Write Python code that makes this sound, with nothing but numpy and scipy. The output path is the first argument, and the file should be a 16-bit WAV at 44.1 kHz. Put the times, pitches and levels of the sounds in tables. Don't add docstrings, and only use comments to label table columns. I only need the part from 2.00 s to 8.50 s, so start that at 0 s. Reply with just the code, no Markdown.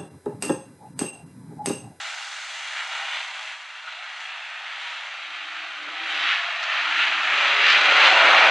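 import sys
import numpy as np
from scipy import signal
from scipy.fft import rfft, irfft
from scipy.io import wavfile
from scipy.ndimage import uniform_filter1d, minimum_filter1d

SR = 44100
rng = np.random.default_rng(int(sys.argv[2]) if len(sys.argv) > 2 else 0)


def generate_wav(sig):
    pcm = np.round(np.clip(np.atleast_2d(sig).T, -1, 1) * 32767).astype(np.int16)
    wavfile.write(sys.argv[1], SR, pcm)


N = 286650
T = np.arange(N) / SR

# [throttle opens t/s, climb/s, revs at opening/rpm, top revs/rpm, stands out t/s, peak prominence/dB]
CARS = [(1.75, 1.4, 6400, 7380, 2.52, 4), (.55, .55, 4500, 6000, 0.96, 7), (1.9, 2.0, 5300, 6420, 4.32, 4),
        (4.6, 2.0, 7200, 8250, 6.2, 5.5), (2.8, 4.6, 4400, 7400, 6.4, 7.5),
        (6.2, 1.4, 4880, 6500, 6.92, 6.5)]
FIRING_BANK = np.array([1, 0, 1, 1, 0, 1, 0, 0])
# [t/s, level/dB]
PACK_LEVEL = [(0, -34), (.38, -38.5), (.95, -30.5), (1.21, -34), (1.27, -35), (1.51, -34.5), (1.58, -40),
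              (1.72, -39.5), (2.17, -35), (2.55, -36), (2.72, -35), (3.8, -34), (3.99, -32), (4.13, -27),
              (4.33, -25), (4.45, -26.5), (4.58, -27.5), (4.75, -24), (5.17, -22.5), (5.48, -18.5),
              (5.55, -19.5), (6.08, -14), (6.19, -15.5), (6.28, -14.5), (6.5, -15)]
# [f/Hz, level/dB]
EXHAUST_SPECTRUM = [(40, -62), (110, -56), (165, -48.5), (235, -28.5), (300, -20), (480, -24.5), (580, -13),
                    (750, -7), (1050, -4.5), (1350, 0.5), (2000, 0.87), (2800, -1.04), (3900, -7.5),
                    (5200, -19), (6800, -27.5), (9000, -42), (11500, -64), (14000, -95)]
# [t/s, spread/s, centre f/Hz, change/dB]
FLARES = [(0.552, 0.071, 3570, 1.5), (.8, .03, 1700, 2.5), (1.1, 0.08, 3310, 2), (1.42, .007, 820, 4),
          (1.518, 0.0079, 2290, 2.5), (1.884, .009, 1490, 7.5), (1.916, 0.057, 3930, 2.5),
          (2.9, 0.11, 4040, 3), (4.167, 0.064, 4200, 3), (5.696, .045, 5240, 4.5), (6.05, .035, 4200, 2),
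          (4.636, 0.0049, 5960, 13.5), (5.76, 0.0035, 2500, 10), (5.3, .2, 4700, -2),
          (6.296, 0.0081, 985, 2.5), (6.305, 0.16, 1360, 2), (6.3, .15, 560, 2)]
# [t/s, spread/s, level change/dB, body change/dB]
SURGES = [(0.791, 0.026, 2, -1), (0.873, .025, -1.5, 2), (1.005, 0.052, 0.5, 3), (1.169, 0.049, 3, 3),
          (1.33, 0.09, 0.5, 1), (2.866, 0.24, 0.8, -1), (3.55, 0.1, 1, -3), (4.196, 0.057, 0.5, -2),
          (4.306, 0.056, 3, -4), (5.017, 0.054, 3, -6), (5.41, 0.066, 1, -1), (5.707, 0.034, 2.5, -6.5),
          (6.06, 0.027, 2, -1.5)]
# [t/s, length/s, from f/Hz, to f/Hz, level/dB]
NOTES = [(.68, .2, 335, 374, -19), (.86, .2, 765, 800, -22.5), (.94, .19, 390, 418, -17.5),
         (1.04, .14, 320, 358, -17.5), (1.12, .19, 783, 806, -26), (2.52, .22, 380, 416, -18),
         (2.74, .2, 416, 408, -18), (2.55, .3, 888, 945, -21.5), (2.85, .22, 955, 986, -19.5),
         (2.6, .24, 796, 820, -25), (3.03, .17, 812, 799, -21), (3.45, .2, 1127, 1118, -23),
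         (3.45, .35, 366, 360, -19), (3.3, 1.0, 336, 328, -21), (3.93, .38, 764, 808, -22.5),
         (3.94, .15, 963, 976, -24), (4.42, .2, 686, 694, -23.5), (4.55, .25, 642, 612, -21.5),
         (4.68, .25, 1009, 1023, -23.5), (4.92, .26, 360, 366, -20), (5.3, .24, 580, 564, -21),
         (5.48, .16, 420, 413, -20), (5.8, .25, 1065, 1110, -26), (5.95, .25, 738, 758, -25),
         (6.21, .23, 1152, 1156, -25), (6.25, .21, 945, 939, -24), (3.3, 1.0, 106, 111, -15.5),
         (4.85, 1.05, 148, 163, -27), (5.4, 1.0, 174, 198, -26.5)]
# [t/s, f/Hz, level/dB]
HUM = [(.85, 302, -35), (1.0, 303, -17), (1.38, 301, -17.5), (1.55, 277, -18), (1.85, 287, -16.5),
       (2.1, 276, -17.5), (2.5, 279, -22), (2.72, 306, -17), (2.92, 310, -17), (3.15, 304, -18),
       (3.4, 316, -17), (3.68, 296, -18), (3.9, 296, -19), (4.12, 306, -20), (4.55, 300, -22),
       (4.9, 316, -17.5), (5.25, 315, -32)]
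# [t/s, spread/s, revs/rpm, level/dB]
BARKS = [(.76, .05, 5400, -3), (1.08, .09, 6000, -3), (2.2, .11, 6600, -3), (2.66, .05, 6600, -2),
         (3.96, .055, 7500, 2), (4.3, .05, 7560, 2), (4.62, .04, 6000, -1), (5.02, .06, 7300, -3),
         (5.46, .05, 6100, -2), (5.72, .045, 7600, -1), (6.06, .04, 7900, -2)]
# [t/s, level/dB]
SPRAY_LEVEL = [(0, -36.5), (1.15, -40.5), (1.7, -50.5), (6.5, -57)]
# [t/s, spread/s, boost/dB]
SLIDES = [(1.46, 0.067, 3), (2.23, 0.046, 5.5), (2.9, 0.12, 4.5), (4.15, .08, 7)]
# [f/Hz, level/dB]
DIRT_SPECTRUM = [(40, -30), (2000, 8.5), (4400, 4), (6800, 0), (8200, -6), (10000, -16), (12000, -30.5),
                 (15000, -54)]
# [f/Hz, level/dB]
WIDTH = [(500, -69.5), (1000, -70), (1400, -52), (2600, -24.5), (4000, -18.5), (5200, -11), (6300, -8.5),
         (8000, -11), (11000, -5.5)]
# [f/Hz, width/Hz, start level/dB, end level/dB]
MIC_RIPPLES = [(793, 55, 3, -0.5), (1086, 61, -4, -3.5), (1430, 110, 1, 0.5), (1610, 71, -1, -2.5),
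               (1874, 90, 0, 0.5), (2526, 88, -4, 0.5), (2760, 91, 1.5, 1), (3080, 70, -2.5, -0.5),
               (3280, 90, 2.5, .5), (3690, 87, 1, -3), (4180, 91, 1, 0), (4450, 100, -3, -5.5),
               (5120, 136, -6.5, -6.5), (5700, 110, -5, -4.5), (6000, 130, 1.5, 2)]
# [t/s, share of their frequency]
MIC_SLIDE = [(0, 0.028), (.9, -0.0031), (2.6, -0.015), (4.3, -0.039), (6.5, 0.0053)]
# [t/s, level/dB]
BASS = [(0, -20.5), (1, -20), (2.5, -15.5), (2.75, -12), (3.23, -10), (3.31, 1.5), (3.75, -1), (3.88, 8.5),
        (4.29, 0), (4.35, -17), (4.74, -14), (4.8, -3), (5.1, 4), (6.5, 4)]
# [t/s, level/dB]
LOW_MID = [(0, -10.5), (3.25, -2), (3.33, -17), (3.75, -16), (3.83, 1), (4.3, -2.5), (4.37, -6.5),
           (4.75, -1), (4.82, -14), (5.24, -14), (5.34, 3), (6.5, 2.5)]

COAST_RPM_PER_S, EASE_RPM_PER_S = 380, 330
GRIP_SPREAD = .02
FACING_S = 0.42
BODY_DB, RASP_DB = 1.5, 0.97
RASP_PER_DB = 0.4
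ARRIVAL_S, ARRIVAL_RISE_S, ARRIVAL_BODY_DB, ARRIVAL_RASP_DB = 5.51, 0.99, 9.5, 0.1
NOTE_FADE_S, NOTE_ROUGH_DB, HUM_WAVER = .09, 2.5, .016
TOP_HZ = 15100


def undb(db):
    return 10 ** (np.asarray(db) / 20)


def unit(x):
    return x / np.sqrt(np.mean(x ** 2))


def curves(rows, t=T):
    s, *columns = np.transpose(rows)
    return [np.interp(t, s, c) for c in columns]


def spectrum(points, f):
    hz, db = np.transpose(points)
    return np.interp(np.log(f + 1), np.log(hz), db)


def bell(x, centre, width):
    return np.exp(-.5 * ((x - centre) / width) ** 2)


def swells(rows, t=T):
    return sum(height * bell(t, s, length) for s, length, height in rows)


def ramp(t, start, length):
    return np.sin(np.pi / 2 * np.clip((t - start) / length, 0, 1)) ** 2


def walk(rate):
    k = int(SR / rate)
    steps = np.repeat(rng.standard_normal(N // k + 2), k)
    return 1.2 * uniform_filter1d(steps, k)[rng.integers(k):][:N]


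def colour(x, db_at):
    f, t, z = signal.stft(x, SR, nperseg=1536, noverlap=1152)
    z = z * undb(db_at(f[:, None], t))
    return signal.istft(z, SR, nperseg=1536, noverlap=1152)[1][..., :N]


def drive(opens_s, climb_s, low_rpm, top_rpm, facing_s, peak_db, away_db=-10):
    coasting = COAST_RPM_PER_S * np.maximum(opens_s - T, 0)
    climb = (top_rpm - low_rpm) * ramp(T, opens_s, climb_s)
    eased = EASE_RPM_PER_S * np.maximum(T - opens_s - climb_s, 0)
    rpm = (low_rpm + coasting + climb - eased) * (1 + GRIP_SPREAD * walk(3))
    facing = 1 / (1 + ((T - facing_s) / FACING_S) ** 2)
    return rpm, peak_db + away_db * (1 - facing)


def disperse(x, t60, size=2048):
    response = rfft(rng.standard_normal(size) * np.exp(-np.log(1000) * T[:size] / t60))
    phase_only = irfft(response / np.abs(response))
    return signal.oaconvolve(x, phase_only)[:N]


def engine(rpm, far_bank_db=-6, far_lag_s=0.000499, cylinder_db=2, scatter_db=3, jitter_s=.00012,
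           hunt=.009, gas_db=-5, puff=0.27, pipe_t60=.011):
    firings = np.cumsum(rpm * (1 + hunt * walk(11))) * 4 / 60 / SR + 8 * rng.random()
    k = np.arange(int(firings[0]) + 1, int(firings[-1]))
    cylinder = k % len(FIRING_BANK)
    far = 1 - FIRING_BANK[cylinder]
    chance = rng.standard_normal((N // 20, 2))[k]
    uneven_db = cylinder_db * rng.standard_normal(len(FIRING_BANK))[cylinder]
    size = undb(far * far_bank_db + uneven_db + scatter_db * chance[:, 0])
    fire_s = np.interp(k, firings, T) + far * far_lag_s + jitter_s * chance[:, 1]
    at = np.clip(fire_s * SR, 0, N - 2)
    i = at.astype(int)
    shocks = np.bincount(i, size * (1 - at + i), N) + np.bincount(i + 1, size * (at - i), N)
    puffs = np.exp(-(firings % 1) / puff) * np.interp(firings, k, size)
    gas = rng.standard_normal(N) * puffs
    return disperse(unit(shocks - shocks.mean()) + undb(gas_db) * unit(gas), pipe_t60)


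def over_track(x, bounce=0.48, lag_s=0.00159, sway=0.335, flutter_db=0.63):
    lag = lag_s * (1 + sway * walk(3))
    return unit(x + bounce * np.interp(T - lag, T, x)) * undb(flutter_db * walk(18))


def far_field(count=3, rpm=6200, rev_spread=.12, smear_t60=0.034):
    cars = sum(engine(rpm * np.exp(rev_spread * walk(.7))) for _ in range(count))
    return unit(disperse(cars, smear_t60))


def stands_echo(x, t60, count=8, drift_rate=4):
    t = T[:int(t60 * SR) + 2]
    responses = rng.standard_normal((count, N))[:, :len(t)] * np.exp(-np.log(1000) * t / t60)
    responses /= np.linalg.norm(responses, axis=1, keepdims=True)
    shares = np.array([walk(drift_rate) for _ in range(count)])
    shares /= np.linalg.norm(shares, axis=0)
    echoes = signal.fftconvolve(x[None], responses, axes=1)[:, :N]
    return np.sum(shares * echoes, axis=0)


def exhaust_db(f, t, body_hz=660, body_width_hz=270, rasp_hz=3200, rasp_width_hz=900, swell_db=0.66):
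    surge_db, surge_body_db = surges(t)
    arrived = ramp(t, ARRIVAL_S, ARRIVAL_RISE_S)
    body_db = BODY_DB + surge_body_db + ARRIVAL_BODY_DB * arrived
    rasp_db = RASP_DB + RASP_PER_DB * surge_db + ARRIVAL_RASP_DB * arrived
    humps = body_db * bell(f, body_hz, body_width_hz) + rasp_db * bell(f, rasp_hz, rasp_width_hz)
    band_swells = sum(np.interp(t, T, walk(22)) * bell(f, hz, hz / 4) for hz in (1400, 2300, 3700))
    flares = sum(db * bell(t, s, length) * bell(f, hz, hz / 4) for s, length, hz, db in FLARES)
    return spectrum(EXHAUST_SPECTRUM, f) + humps + swell_db * band_swells + flares


def spray(grain_db=1.0):
    grit = rng.standard_normal((2, N)) * undb(grain_db * walk(300))
    dirt = unit(colour(grit, lambda f, t: spectrum(DIRT_SPECTRUM, f)))
    mid, side = dirt * undb(curves(SPRAY_LEVEL)[0] + swells(SLIDES))
    return np.array([mid, colour(side, lambda f, t: spectrum(WIDTH, f))])


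def tone(hz, waver=.007, waver_db=2.5):
    swell_db = waver_db * walk(13) + NOTE_ROUGH_DB * walk(80)
    phase = 2 * np.pi * np.cumsum(hz * (1 + waver * walk(14))) / SR
    return unit(np.sin(phase) * undb(swell_db))


def exhaust_hum(trim_db=-2):
    hz, db = curves(HUM)
    return unit(tone(hz, HUM_WAVER) + tone(hz, HUM_WAVER)) * undb(db + trim_db)


def engine_notes():
    out = np.zeros(N)
    t = T + NOTE_FADE_S / 2
    for start, length, from_hz, to_hz, note_db in NOTES:
        end = start + length
        fade = ramp(t, start, NOTE_FADE_S) - ramp(t, end, NOTE_FADE_S)
        out = out + tone(np.interp(T, [start, end], [from_hz, to_hz])) * fade * undb(note_db)
    return out


def barks(gas_db=-8, pipe_t60=0.0063):
    out = np.zeros(N)
    for s, length, rpm, db in BARKS:
        rattle = engine(rpm, scatter_db=1.5, hunt=.005, gas_db=gas_db, pipe_t60=pipe_t60)
        out = out + rattle * bell(T, s, length) * undb(db)
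    return out


def surges(t=T):
    level_db = swells([(s, length, db) for s, length, db, _ in SURGES], t)
    body_db = swells([(s, length, db) for s, length, _, db in SURGES], t)
    return level_db, body_db


def pack(stands_db=-4, stands_t60=1.0, far_field_db=-5, even_s=.06):
    near, power = 0, 0
    for car in CARS:
        rpm, db = drive(*car)
        near = near + undb(db) * over_track(engine(rpm))
        power = power + undb(db) ** 2
    direct = near / np.sqrt(power) + undb(far_field_db) * far_field()
    mid = direct + undb(stands_db) * stands_echo(direct, stands_t60) + barks()
    level = np.sqrt(uniform_filter1d(mid ** 2, int(even_s * SR) + 1))
    mid = mid / level + exhaust_hum() + engine_notes()
    side = colour(unit(stands_echo(direct, stands_t60)), lambda f, t: spectrum(WIDTH, f))
    return np.array([mid, side])


def scene(roar_db=0.56):
    cars = colour(pack(), exhaust_db)
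    level_db = curves(PACK_LEVEL)[0] + surges()[0] + roar_db
    mid, side = cars / np.std(cars[0]) * undb(level_db) + spray()
    return np.array([mid + side, mid - side])


def microphone_db(f, t, bass_edge_hz=410, low_mid_hz=490, low_mid_width_hz=60):
    slide, turned = 1 + curves(MIC_SLIDE, t)[0], t / T[-1]
    ripples = sum((first_db + (last_db - first_db) * turned) * bell(f, hz * slide, width)
                  for hz, width, first_db, last_db in MIC_RIPPLES)
    bass = curves(BASS, t)[0] / (1 + (f / bass_edge_hz) ** 12)
    low_mid = curves(LOW_MID, t)[0] * bell(f, low_mid_hz, low_mid_width_hz)
    return ripples + bass + low_mid


def overload(x, ceiling=0.69, onset_db=-15.5, crackle_db=-47, grain_db=3, sense_s=.03, size=96):
    gain = np.minimum(1, ceiling / (np.abs(x).max(axis=0) + 1e-9))
    gain = uniform_filter1d(minimum_filter1d(gain, size), size)
    strength = np.sqrt(np.abs(uniform_filter1d(x[0] ** 2, int(sense_s * SR) + 1)))
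    excess = np.maximum(strength / undb(onset_db) - 1, 0)
    crackle = unit(rng.standard_normal((2, N)) * undb(grain_db * walk(600)))
    return x * gain * (1 + undb(crackle_db) * excess * crackle)


def record(dry):
    left, right = dry
    mid = colour((left + right) / 2, microphone_db)
    side = (left - right) / 2
    loud = overload(np.array([mid + side, mid - side]))
    top_cut = signal.ellip(8, .2, 70, TOP_HZ, fs=SR, output="sos")
    return signal.sosfilt(top_cut, loud)


dry = scene()
out = record(dry)
generate_wav(out)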